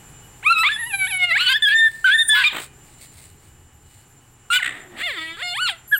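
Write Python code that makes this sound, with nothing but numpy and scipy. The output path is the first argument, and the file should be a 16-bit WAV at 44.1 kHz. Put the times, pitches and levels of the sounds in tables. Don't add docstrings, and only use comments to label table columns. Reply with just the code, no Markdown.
import sys
import numpy as np
from scipy import signal
from scipy.fft import rfft, irfft, next_fast_len
from scipy.io import wavfile
from scipy.ndimage import uniform_filter1d, minimum_filter1d, map_coordinates

SR = 44100
rng = np.random.default_rng(int(sys.argv[2]) if len(sys.argv) > 2 else 0)


def digitize_waveform(pressure):
    field = np.atleast_2d(pressure).T
    bounded = np.clip(field, -1, 1)
    quanta = np.round(bounded * 32767).astype(np.int16)
    wavfile.write(sys.argv[1], SR, quanta)


N = 264150
TIME = np.arange(N) / SR
TOP_HZ = 15850


def amp(db):
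    return 10 ** (np.asarray(db) / 20)


def unit(x):
    return x / np.sqrt(np.mean(x ** 2) + 1e-20)


def along(points, hz):
    f, v = np.transpose(points)
    return np.interp(np.log(hz + 1), np.log(f + 1), v)


def curves(rows, t):
    s, *columns = np.transpose(rows)
    return [np.interp(t, s, column) for column in columns]


def wobble(rate, t):
    place = (t - t[0]) * rate
    knots = rng.standard_normal(int(place[-1]) + 4)
    return map_coordinates(knots, [place], mode="nearest")


def gate(t, start, end, fade):
    edge = np.clip(np.minimum(t - start, end - t) / fade, 0, 1)
    return np.sin(np.pi / 2 * edge) ** 2


def swells(rows):
    return sum(height * np.exp(-.5 * ((TIME - s) / length) ** 2) for s, height, length in rows)


def filtered(x, gain):
    size = next_fast_len(len(x) + SR // 20)
    spectrum = rfft(x, size) * gain(np.fft.rfftfreq(size, 1 / SR))
    return irfft(spectrum, size)[:len(x)]


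def shelf(hz, db):
    return db * np.clip((hz - 4500) / 2500, 0, 1)


def noise(spectrum, treble_db=0, size=N):
    white = rng.standard_normal(size)
    return unit(filtered(white, lambda hz: amp(along(spectrum, hz) + shelf(hz, treble_db))))


# time in seconds, rumble in dB, hiss in dB before its slow drift.
YARD_LEVELS = [(0, -48.5, -50), (1.7, -53.5, -56), (2.8, -51, -55), (3.9, -55.5, -58), (5.99, -54.5, -55)]
# time in seconds, rms level in dB.
HUM_LEVELS = [(0, -61), (1.3, -51), (1.6, -62.5), (5.99, -59.5)]
# frequency in hertz, relative level in dB.
RUMBLE_COLOUR = [(12, -40.5), (20, 2), (37, -4), (65, -2.5), (114, -3), (135, 0), (176, -9), (231, -10.5),
                 (375, -12), (420, -11.5), (464, -17), (600, -24.5), (780, -59.5), (1320, -120)]
# frequency in hertz, relative level in dB.
HISS_COLOUR = [(290, -36.5), (500, -12.5), (586, -15), (851, -3), (927, -9.5), (1720, -10), (2070, -13.5),
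               (2840, -13), (3430, -18.5), (5050, -22.5), (6450, -19), (7030, -13.5), (7670, -10.5),
               (12900, -32.5), (15500, -23)]
# frequency in hertz, level in dB before the common swell.
THIN_TONES = [(2950, -69), (7246, -59.5), (10896, -73), (12269, -72), (13800, -80.5)]


def flickering_tone(hz, rate):
    envelope = 1 + wobble(rate, TIME) + 1j * wobble(rate, TIME)
    return unit(np.real(envelope * np.exp(2j * np.pi * hz * TIME)))


def yard(tones_db=2, hum_hz=121, flicker_rate=28):
    rumble_db, hiss_db = curves(YARD_LEVELS, TIME)
    hum_db, = curves(HUM_LEVELS, TIME)
    rumble = amp(rumble_db) * noise(RUMBLE_COLOUR)
    hum_phase = 2 * np.pi * hum_hz * TIME + 1.3 * wobble(16, TIME)
    hum = np.sqrt(2) * amp(hum_db) * np.sin(hum_phase)
    hiss = amp(hiss_db + .8 * wobble(6, TIME)) * noise(HISS_COLOUR)
    tones = sum(amp(db) * flickering_tone(hz, flicker_rate) for hz, db in THIN_TONES)
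    swell = amp(hiss_db - hiss_db.mean() + tones_db)
    return rumble + hiss + hum + swell * tones


# frequency in hertz, time to fall by 60 dB in seconds.
ECHO_DECAY = [(200, 0.54), (2000, 0.43), (5000, 0.23), (12000, 0.099)]


def walls(x, delay=.012):
    hz, t, cells = signal.stft(rng.standard_normal(SR // 2), SR, nperseg=256)
    decay = amp(-60 * t / along(ECHO_DECAY, hz)[:, None])
    tail = signal.istft(cells * decay, SR, nperseg=256)[1]
    tail = np.pad(tail / np.linalg.norm(tail), (int(delay * SR), 0))
    return signal.fftconvolve(x, tail)[:N]


KICK_START_S, KICK_GAP_S, KICK_SCATTER_S, KICK_DB = 3.17, 0.088, 0.0255, -48.5


def thuds(hz=85, decay=0.0249, count=10):
    out = np.zeros(N)
    for k, (late, detune) in enumerate(rng.standard_normal((count, 2))):
        s = KICK_START_S + KICK_GAP_S * k + KICK_SCATTER_S * late
        age = np.maximum(TIME - s + decay, 0) / decay
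        push = age * np.exp(1 - age)
        kick_hz = hz * np.exp(0.151 * detune)
        out += amp(KICK_DB) * push * np.sin(2 * np.pi * kick_hz * age * decay)
    return out


# centre in seconds, level in dB, spread in seconds.
SCUFF_STROKES = [(1.94, -47, 0.1), (2.622, -37, 0.027), (2.914, -53.5, 0.052), (3.033, -44, 0.027),
                 (3.207, -47, 0.071), (3.452, -56, .04), (3.949, -54.5, .07), (4.788, -56, 0.03)]
# frequency in hertz, relative level in dB.
GRIT_COLOUR = [(290, -40), (500, -9.5), (815, -8.5), (1490, -15.5), (2010, -3.5), (3190, -12), (4130, -3.5),
               (6000, -16.5), (8240, 1.5), (12100, -17.5), (15500, -9.5)]


def scuffs():
    stroke = swells((s, amp(db), length) for s, db, length in SCUFF_STROKES)
    clumps = amp(3 * wobble(500, TIME))
    return stroke * unit(noise(GRIT_COLOUR) * clumps)


# time in seconds, mouth level in dB, chest level in dB.
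SNARL_LEVELS = [(4.61, -61, -74), (4.66, -43, -44.5), (4.78, -37, -46.5), (4.89, -55, -53.5),
                (4.95, -49, -45.5), (5.029, -22.5, -45.5)]
# frequency in hertz, relative level in dB.
CHEST_COLOUR = [(120, -12), (250, 0.5), (370, 0), (520, -7), (720, 1), (1000, -8.5), (1800, -6),
                (4000, -49)]
# frequency in hertz, relative level in dB.
DARK_GROWL = [(250, -46), (700, -71), (1200, -5.5), (1600, -3.5), (1880, 10.5), (2150, -2), (2600, -6.5),
              (3700, -8), (4500, -26.5), (6000, -38), (8000, -10.5), (10000, -31), (15500, -39)]


def snarl():
    mouth_db, chest_db = curves(SNARL_LEVELS, TIME)
    flutter = unit(amp(1.485 * wobble(160, TIME)))
    sound = amp(mouth_db) * noise(DARK_GROWL) + amp(chest_db) * noise(CHEST_COLOUR)
    return sound * flutter * gate(TIME, SNARL_LEVELS[0][0], SNARL_LEVELS[-1][0], .01)


# time in seconds, frequency in hertz, level in dB before flicker.
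WHISTLE_TRACKS = [
    [(.73, 10800, -46), (.84, 11100, -36), (1.14, 11200, -32.5), (1.18, 10700, -33)],
    [(2.16, 9170, -41), (2.21, 9180, -32), (2.272, 9050, -35.5), (2.289, 9130, -14.5), (2.312, 8710, -35.5),
     (2.39, 8300, -43)],
    [(5.875, 11800, -42), (5.945, 11500, -37.5), (5.99, 12050, -29.5)],
]
# frequency in hertz, relative level in dB.
JET_COLOUR = [(3000, -48.5), (6500, -16.5), (8300, -2), (10000, -6), (11200, -5.5), (12500, -16),
              (15500, -13.5)]


def whistles(jet_db=-10):
    out = np.zeros(N)
    jet = amp(jet_db) * noise(JET_COLOUR)
    for rows in WHISTLE_TRACKS:
        hz, db = curves(rows, TIME)
        unsteady_hz = hz * (1 + 0.0029 * wobble(170, TIME))
        phase = 2 * np.pi * np.cumsum(unsteady_hz) / SR
        tone = np.sqrt(2) * amp(2.3 * wobble(70, TIME)) * np.sin(phase)
        out += amp(db) * (tone + jet) * gate(TIME, rows[0][0], rows[-1][0], 0.0057)
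    return out


# loudest slap in seconds, time between slaps in seconds,
# level of that slap in dB, spread of a slap in seconds, brightness from 0 to 1.
GROWL_RATTLES = [(2.568, .0175, -23.5, .005, .95), (4.663, .0157, -16, 0.0035, 0)]
# frequency in hertz, relative level in dB.
OPEN_GROWL = [(100, -22), (320, 1), (600, -3.5), (1300, 1.5), (2400, -1), (3800, -1), (5500, -33),
              (7900, -9), (10500, -30.5), (15500, -14)]
GROWL_RISE_DB, GROWL_FALL_DB = 3, 4.2


def growls(count=8, rising_count=2):
    dark, bright = noise(DARK_GROWL), noise(OPEN_GROWL)
    k = np.arange(count) - rising_count
    slap_db = np.minimum(GROWL_RISE_DB * k, -GROWL_FALL_DB * k)
    out = np.zeros(N)
    for s, gap, db, length, brightness in GROWL_RATTLES:
        puffs = swells((at, height, length) for at, height in zip(s + gap * k, amp(db + slap_db)))
        share = np.clip(brightness, 0, 1)
        out += puffs * (np.sqrt(1 - share ** 2) * dark + share * bright)
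    return out


MOUTH_SHUT_HZ, MOUTH_OPEN_HZ, MOUTH_DB, MOUTH_OCTAVES = 1300, 3473, 17, .3


def mouth(hz, opening):
    centre = MOUTH_SHUT_HZ * (MOUTH_OPEN_HZ / MOUTH_SHUT_HZ) ** opening
    return MOUTH_DB / (1 + (np.log2(hz / centre) / MOUTH_OCTAVES) ** 2)


BLUR_REFERENCE_HZ = 9100
FLICKER_DOUBLES_HZ = 6900


def partials(multiples, pitch, phase, spectrum, treble_db, lift_db=0, blur_s=0, scatter_db=2.56):
    k, t = multiples[:, None], TIME[:len(pitch)]
    hz = k * pitch
    drift = np.array([wobble(34.4, t) for _ in multiples])
    flicker_db = scatter_db * (1 + hz / FLICKER_DOUBLES_HZ) * drift
    weight = amp(along(spectrum, hz) + shelf(hz, treble_db) + lift_db + flicker_db) * (hz < TOP_HZ)
    lag = 2 * np.pi * rng.random(k.shape)
    lag = lag + 2 * np.pi * blur_s * wobble(1200, t) * hz ** 2 / BLUR_REFERENCE_HZ
    total = (weight * np.sin(k * phase + lag)).sum(0)
    return np.sqrt(2) * total / np.sqrt((weight ** 2).sum(0) + 1e-20)


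# frequency in hertz, relative level in dB.
THROAT = [(300, -29), (720, -5), (1000, 1), (1400, -3.5), (1800, 4), (2200, 1), (2650, -2), (3200, -8.5),
          (3600, -3.5), (4000, -2.5), (4400, -12.5), (5350, -25), (6600, -29.5), (7300, -13.5), (9000, -16),
          (13000, -31.5)]
# frequency in hertz, relative level in dB.
RASP_COLOUR = [(100, -49.5), (650, -45.5), (1050, -10), (1600, -9.5), (2300, 5), (3700, 3.5), (4500, -6.5),
               (5300, -22.5), (6400, -28), (7500, -13.5), (9000, -19), (11500, -29), (15500, -21.5)]
# frequency in hertz, relative level in dB.
TEETH_COLOUR = [(4000, -40), (6500, -19.5), (8300, 3), (11000, -6.5), (15500, -10)]
# start in seconds, end in seconds,
# its rate over the pitch, its share of the rasp from 0 to 1, rasp in dB relative to the voice.
STRAINED_SPELLS = [(.575, .6, .5, .1, -15), (0.614, 0.745, .5, 0, -13.5), (1.366, 1.482, 0.22, 0.65, -6.5),
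                   (1.47, 1.543, .333, 0.94, -2), (1.676, 1.75, 0.59, 0.68, -12),
                   (2.052, 2.144, 0.59, 0.6, -14.5), (2.339, 2.466, 0.25, .65, -6.5),
                   (2.454, 2.535, .5, .3, -11.5), (4.519, 4.578, .38, .72, -2), (4.961, 5.027, 0.44, 0, -2),
                   (5.374, 5.425, .5, .1, -5.5), (5.659, 5.727, 0.44, 0, -6.5)]
# centre in seconds, gain in dB, spread in seconds.
PUSHES = [(.946, 8.5, .012), (.977, -11, .009), (1.022, 7.5, 0.028), (1.092, -6.5, .012),
          (1.232, 8.5, .019), (2.11, -6.5, .004), (5.125, 2.5, .014)]
CHOP_HZ, CHOP_DEPTH = 281.2, 0.93


def call(rows, jitter, rasp_db, first_db, overtone_db, treble_db, hiss_db, throat=THROAT,
         strain_jitter=0.013, shimmer_db=1.5, teeth_db=-36, blur_s=4e-6):
    span = (TIME >= rows[0][0]) & (TIME <= rows[-1][0])
    t = TIME[span]
    pitch, level_db, opening = curves(rows, t)
    spells = [(amp(db) * gate(t, start, end, 0.018), ratio, np.clip(share, 0, 1))
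              for start, end, ratio, share, db in STRAINED_SPELLS
              if t[0] < (start + end) / 2 < t[-1]]
    strain = amp(rasp_db) + sum(rasp * np.sqrt(1 - share) for rasp, _, share in spells)
    pitch = uniform_filter1d(pitch, size=200, mode="nearest")
    strain_wobble = strain_jitter * np.tanh(strain) * wobble(600, t)
    pitch = pitch * (1 + jitter * wobble(130, t) + strain_wobble)
    phase = 2 * np.pi * np.cumsum(pitch) / SR

    harmonics = np.arange(1, int(TOP_HZ / pitch.min()) + 1)
    k = harmonics[:, None]
    lift_db = mouth(k * pitch, opening) + first_db * (k == 1) + overtone_db * (k > 2)
    shimmer = amp(shimmer_db * wobble(90, t))
    voice = shimmer * partials(harmonics, pitch, phase, throat, treble_db, lift_db, blur_s)

    turbulence = amp(rasp_db)
    low = np.arange(1, 9)
    for rasp, ratio, share in spells:
        sides = sum(partials(low + sign * ratio, pitch, phase + .2 * wobble(220, t), RASP_COLOUR, hiss_db)
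                    for sign in (-1, 1))
        voice += rasp * np.sqrt(share / 2) * sides
        chop = unit(1 + CHOP_DEPTH * np.sin(2 * np.pi * CHOP_HZ * t + wobble(80, t)))
        turbulence = turbulence + rasp * np.sqrt(1 - share) * chop
    fold_opening = unit(1 + 0.11 * np.sin(phase))
    voice += turbulence * noise(RASP_COLOUR, hiss_db, size=len(t)) * fold_opening
    voice += amp(teeth_db) * noise(TEETH_COLOUR, size=len(t))

    out = np.zeros(N)
    level = amp(level_db + swells(PUSHES)[span])
    out[span] = level * voice * gate(t, t[0], t[-1], 0.0035)
    return out


# time in seconds, pitch in hertz before jitter,
# level in dB before shimmer and pushes, mouth opening from 0 to 1.
YELP = [(.426, 644, -36, 0.2), (.445, 1013, -33, 0.94), (.466, 1202, -11, 0.42), (.497, 1325, -17, .7),
        (.518, 1397, -6, 0.2), (.545, 1303, -26, 1), (.586, 1279, -14, 0.47), (.63, 1341, -18.5, 0.38),
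        (.657, 1140, -27, 0)]
YOWL = [(.632, 946, -17, 0.24), (.668, 1176, -15.5, 0.88), (.687, 1283, -18.5, 0.88),
        (.693, 1632, -23.5, 0.49), (.72, 1776, -22, 1), (.75, 1712, -28, 1), (.777, 1720, -29, .6)]
WHINE = [(.76, 860, -31, 0.16), (.805, 970, -28.5, 0.4), (.835, 896, -26.5, 0.37), (.885, 990, -38, 0.64),
         (.93, 799, -29.5, 0.49), (1.066, 745, -26, 0.43), (1.088, 981, -28, 0.52), (1.128, 753, -23, 0.6),
         (1.29, 703.4, -24, 0.65), (1.315, 648, -16, 0.41), (1.358, 775, -18.5, .5)]
SCREAM = [(1.354, 770, -17, 0.28), (1.368, 876, -11, 0.44), (1.388, 1224, -25.5, 0.4),
          (1.41, 1432, -16.5, 0.4), (1.455, 1533, -23.5, 0.78), (1.48, 1448, -8.5, 0.99),
          (1.51, 1603, -20, 0.46), (1.535, 1565, -17.5, 0.56), (1.562, 1790, -13.5, 0.56),
          (1.587, 1670, -32, 0.86)]
SQUEAL = [(1.621, 1752, -16.5, 0.83), (1.647, 1748, -8, 0.87), (1.661, 1616, -16.5, 1),
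          (1.684, 1692, -9, 0.61), (1.697, 1610, -19.5, 0.84), (1.73, 1765, -14, 0.41),
          (1.775, 1812, -13, .68), (1.868, 1793, -9, 0.49), (1.888, 1700, -26, 0.73)]
YIP = [(2.042, 1474, -11.5, 0.13), (2.056, 1573, -9.5, 0.29), (2.085, 1462, -13, 0.16),
       (2.152, 1834, -8.5, 0.63), (2.173, 1742, -24.5, 0.51), (2.195, 1840, -12, 0.74),
       (2.22, 1817, -12, 0.77), (2.242, 1720, -37.5, 0.59)]
CRY = [(2.288, 1718, -22, 0.46), (2.303, 1746, -7.5, 0.53), (2.366, 1700, -14.5, .65),
       (2.405, 1674, -19.5, .55), (2.435, 1556, -25, 0.56), (2.444, 1173, -11.5, 0.64),
       (2.476, 1238, -8.5, 0.87), (2.492, 1115, -29.5, .9), (2.53, 706, -29.5, 0.98)]
UNDERTONES = [
    [(.63, 1073, -39, .3), (.655, 873, -39.5, 0.8), (.684, 655, -32, .4)],
    [(2.328, 937, -36.5, .05), (2.39, 1062, -30, .05), (2.428, 1018, -27, 0.45), (2.447, 890, -30.5, 0.26)],
]
BEATING = [(2.35, 1373, -26.5, .1), (2.375, 1488, -16.5, .1), (2.402, 1523, -17, .1),
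           (2.428, 1440, -28.5, 0.11)]
BARK = [(4.501, 1351, -18, 0.072), (4.521, 1409, -16.5, 0.48), (4.545, 1472, -8.5, 0.53),
        (4.568, 1500, -9.5, 0.18), (4.58, 1505, -19.5, 0.87), (4.59, 1134, -30.5, 0.36),
        (4.606, 830, -26.5, 0.22), (4.617, 726, -38, .4), (4.634, 658, -13, .42)]
GRUMBLE = [(4.85, 372.4, -55, 0), (4.9, 361.4, -47, 0), (4.985, 344, -55, 0)]
MOAN = [(4.96, 348, -52.5, .3), (4.976, 402, -41.5, 0.27), (5.0, 507.3, -36, 0.25),
        (5.035, 705, -25.5, 0.42), (5.062, 721, -25, 0.64), (5.09, 614, -24, 0.46),
        (5.135, 446.6, -33, 0.37), (5.16, 368.5, -32, 0.35), (5.187, 318.2, -27.5, 0.4),
        (5.3, 324, -33, 0.51), (5.372, 344, -41, 0.13)]
WAIL = [(5.368, 379.7, -38.5, 0.2), (5.412, 541, -32.5, 0.3), (5.43, 719.8, -26.5, 0.64),
        (5.535, 707.6, -27.5, 0.62), (5.562, 880, -27, 0.28), (5.608, 1453, -21, 0.53),
        (5.64, 1491, -19.5, 0.54), (5.676, 1353, -22.5, 0.62), (5.696, 821, -22.5, 0.26),
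        (5.73, 674, -36, 0.38), (5.79, 640, -65, 0.11)]
SQUEAK = [(5.912, 1580, -36, .2), (5.929, 1720, -11.5, 0.26), (5.947, 1643, -8.5, 0.38),
          (5.972, 1373, -33, 0.32)]
# frequency in hertz, relative level in dB.
TIGHT_THROAT = [(300, -0.5), (650, -4), (950, -6), (1300, -1.5), (1550, -7), (1900, -1.5), (2200, -4.5),
                (2700, -5), (3200, 1.5), (3600, 3.5), (4000, -9.5), (4300, -1), (4900, -14), (6200, -41),
                (7300, -8.5), (9500, -14), (13000, -32)]


def cries():
    out = call(YELP, jitter=0.0055, rasp_db=-31, first_db=3, overtone_db=-5,
               treble_db=-1.5, hiss_db=-3.5, blur_s=6e-6)
    out += call(YOWL, jitter=.004, rasp_db=-23, first_db=0.5, overtone_db=2.5,
                treble_db=-10, hiss_db=-5.5)
    out += call(WHINE, jitter=.003, rasp_db=-22.5, first_db=0, overtone_db=0.5,
                treble_db=-6.5, hiss_db=-1, blur_s=7e-6)
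    out += call(SCREAM, jitter=0.0073, rasp_db=-29.5, first_db=-6.5, overtone_db=1,
                treble_db=-15.5, hiss_db=1.5)
    out += call(SQUEAL, jitter=0.0034, rasp_db=-34.5, first_db=2, overtone_db=-7.5,
                treble_db=2, hiss_db=-5.5, blur_s=2.5e-6)
    out += call(YIP, jitter=.003, rasp_db=-30, first_db=-5, overtone_db=-11.5,
                treble_db=4.0, hiss_db=-7)
    out += call(CRY, jitter=0.0031, rasp_db=-34.5, first_db=-3.5, overtone_db=-1.5,
                treble_db=-5.5, hiss_db=-1, blur_s=8e-6)
    for rows in UNDERTONES:
        out += call(rows, jitter=0.033, rasp_db=-13, first_db=6, overtone_db=-2.5,
                    treble_db=-12.5, hiss_db=-6.5)
    out += call(BEATING, jitter=0.0046, rasp_db=-28, first_db=2.5, overtone_db=-6,
                treble_db=-7.5, hiss_db=-6)
    out += call(BARK, jitter=0.0026, rasp_db=-19, first_db=-0.5, overtone_db=-4.5,
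                treble_db=4, hiss_db=8)
    out += call(GRUMBLE, throat=TIGHT_THROAT, jitter=.01, rasp_db=-22, first_db=29, overtone_db=0,
                treble_db=-10, hiss_db=-3)
    out += call(MOAN, throat=TIGHT_THROAT, jitter=0.0016, rasp_db=-15, first_db=5.5, overtone_db=4,
                treble_db=-9, hiss_db=8.5, teeth_db=-34.5, blur_s=9e-6)
    out += call(WAIL, throat=TIGHT_THROAT, jitter=.0015, rasp_db=-29.5, first_db=3, overtone_db=-0.5,
                treble_db=-2.5, hiss_db=3, teeth_db=-31.5, blur_s=6e-6)
    out += call(SQUEAK, jitter=0.0011, rasp_db=-36, first_db=-5.5, overtone_db=-14,
                treble_db=0.5, hiss_db=-2.5)
    return out


def scene():
    puppies = thuds() + scuffs() + snarl() + whistles() + growls() + cries()
    return (yard() + amp(-22) * walls(puppies) + puppies)[None]


def record(dry, ceiling=0.43):
    x = dry[0]
    needed = np.minimum(1, ceiling / (np.abs(x) + 1e-9))
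    gain = uniform_filter1d(minimum_filter1d(needed, size=130), size=130)
    return filtered(x * gain, lambda hz: hz < TOP_HZ)[None]


dry = scene()
out = record(dry)
digitize_waveform(out)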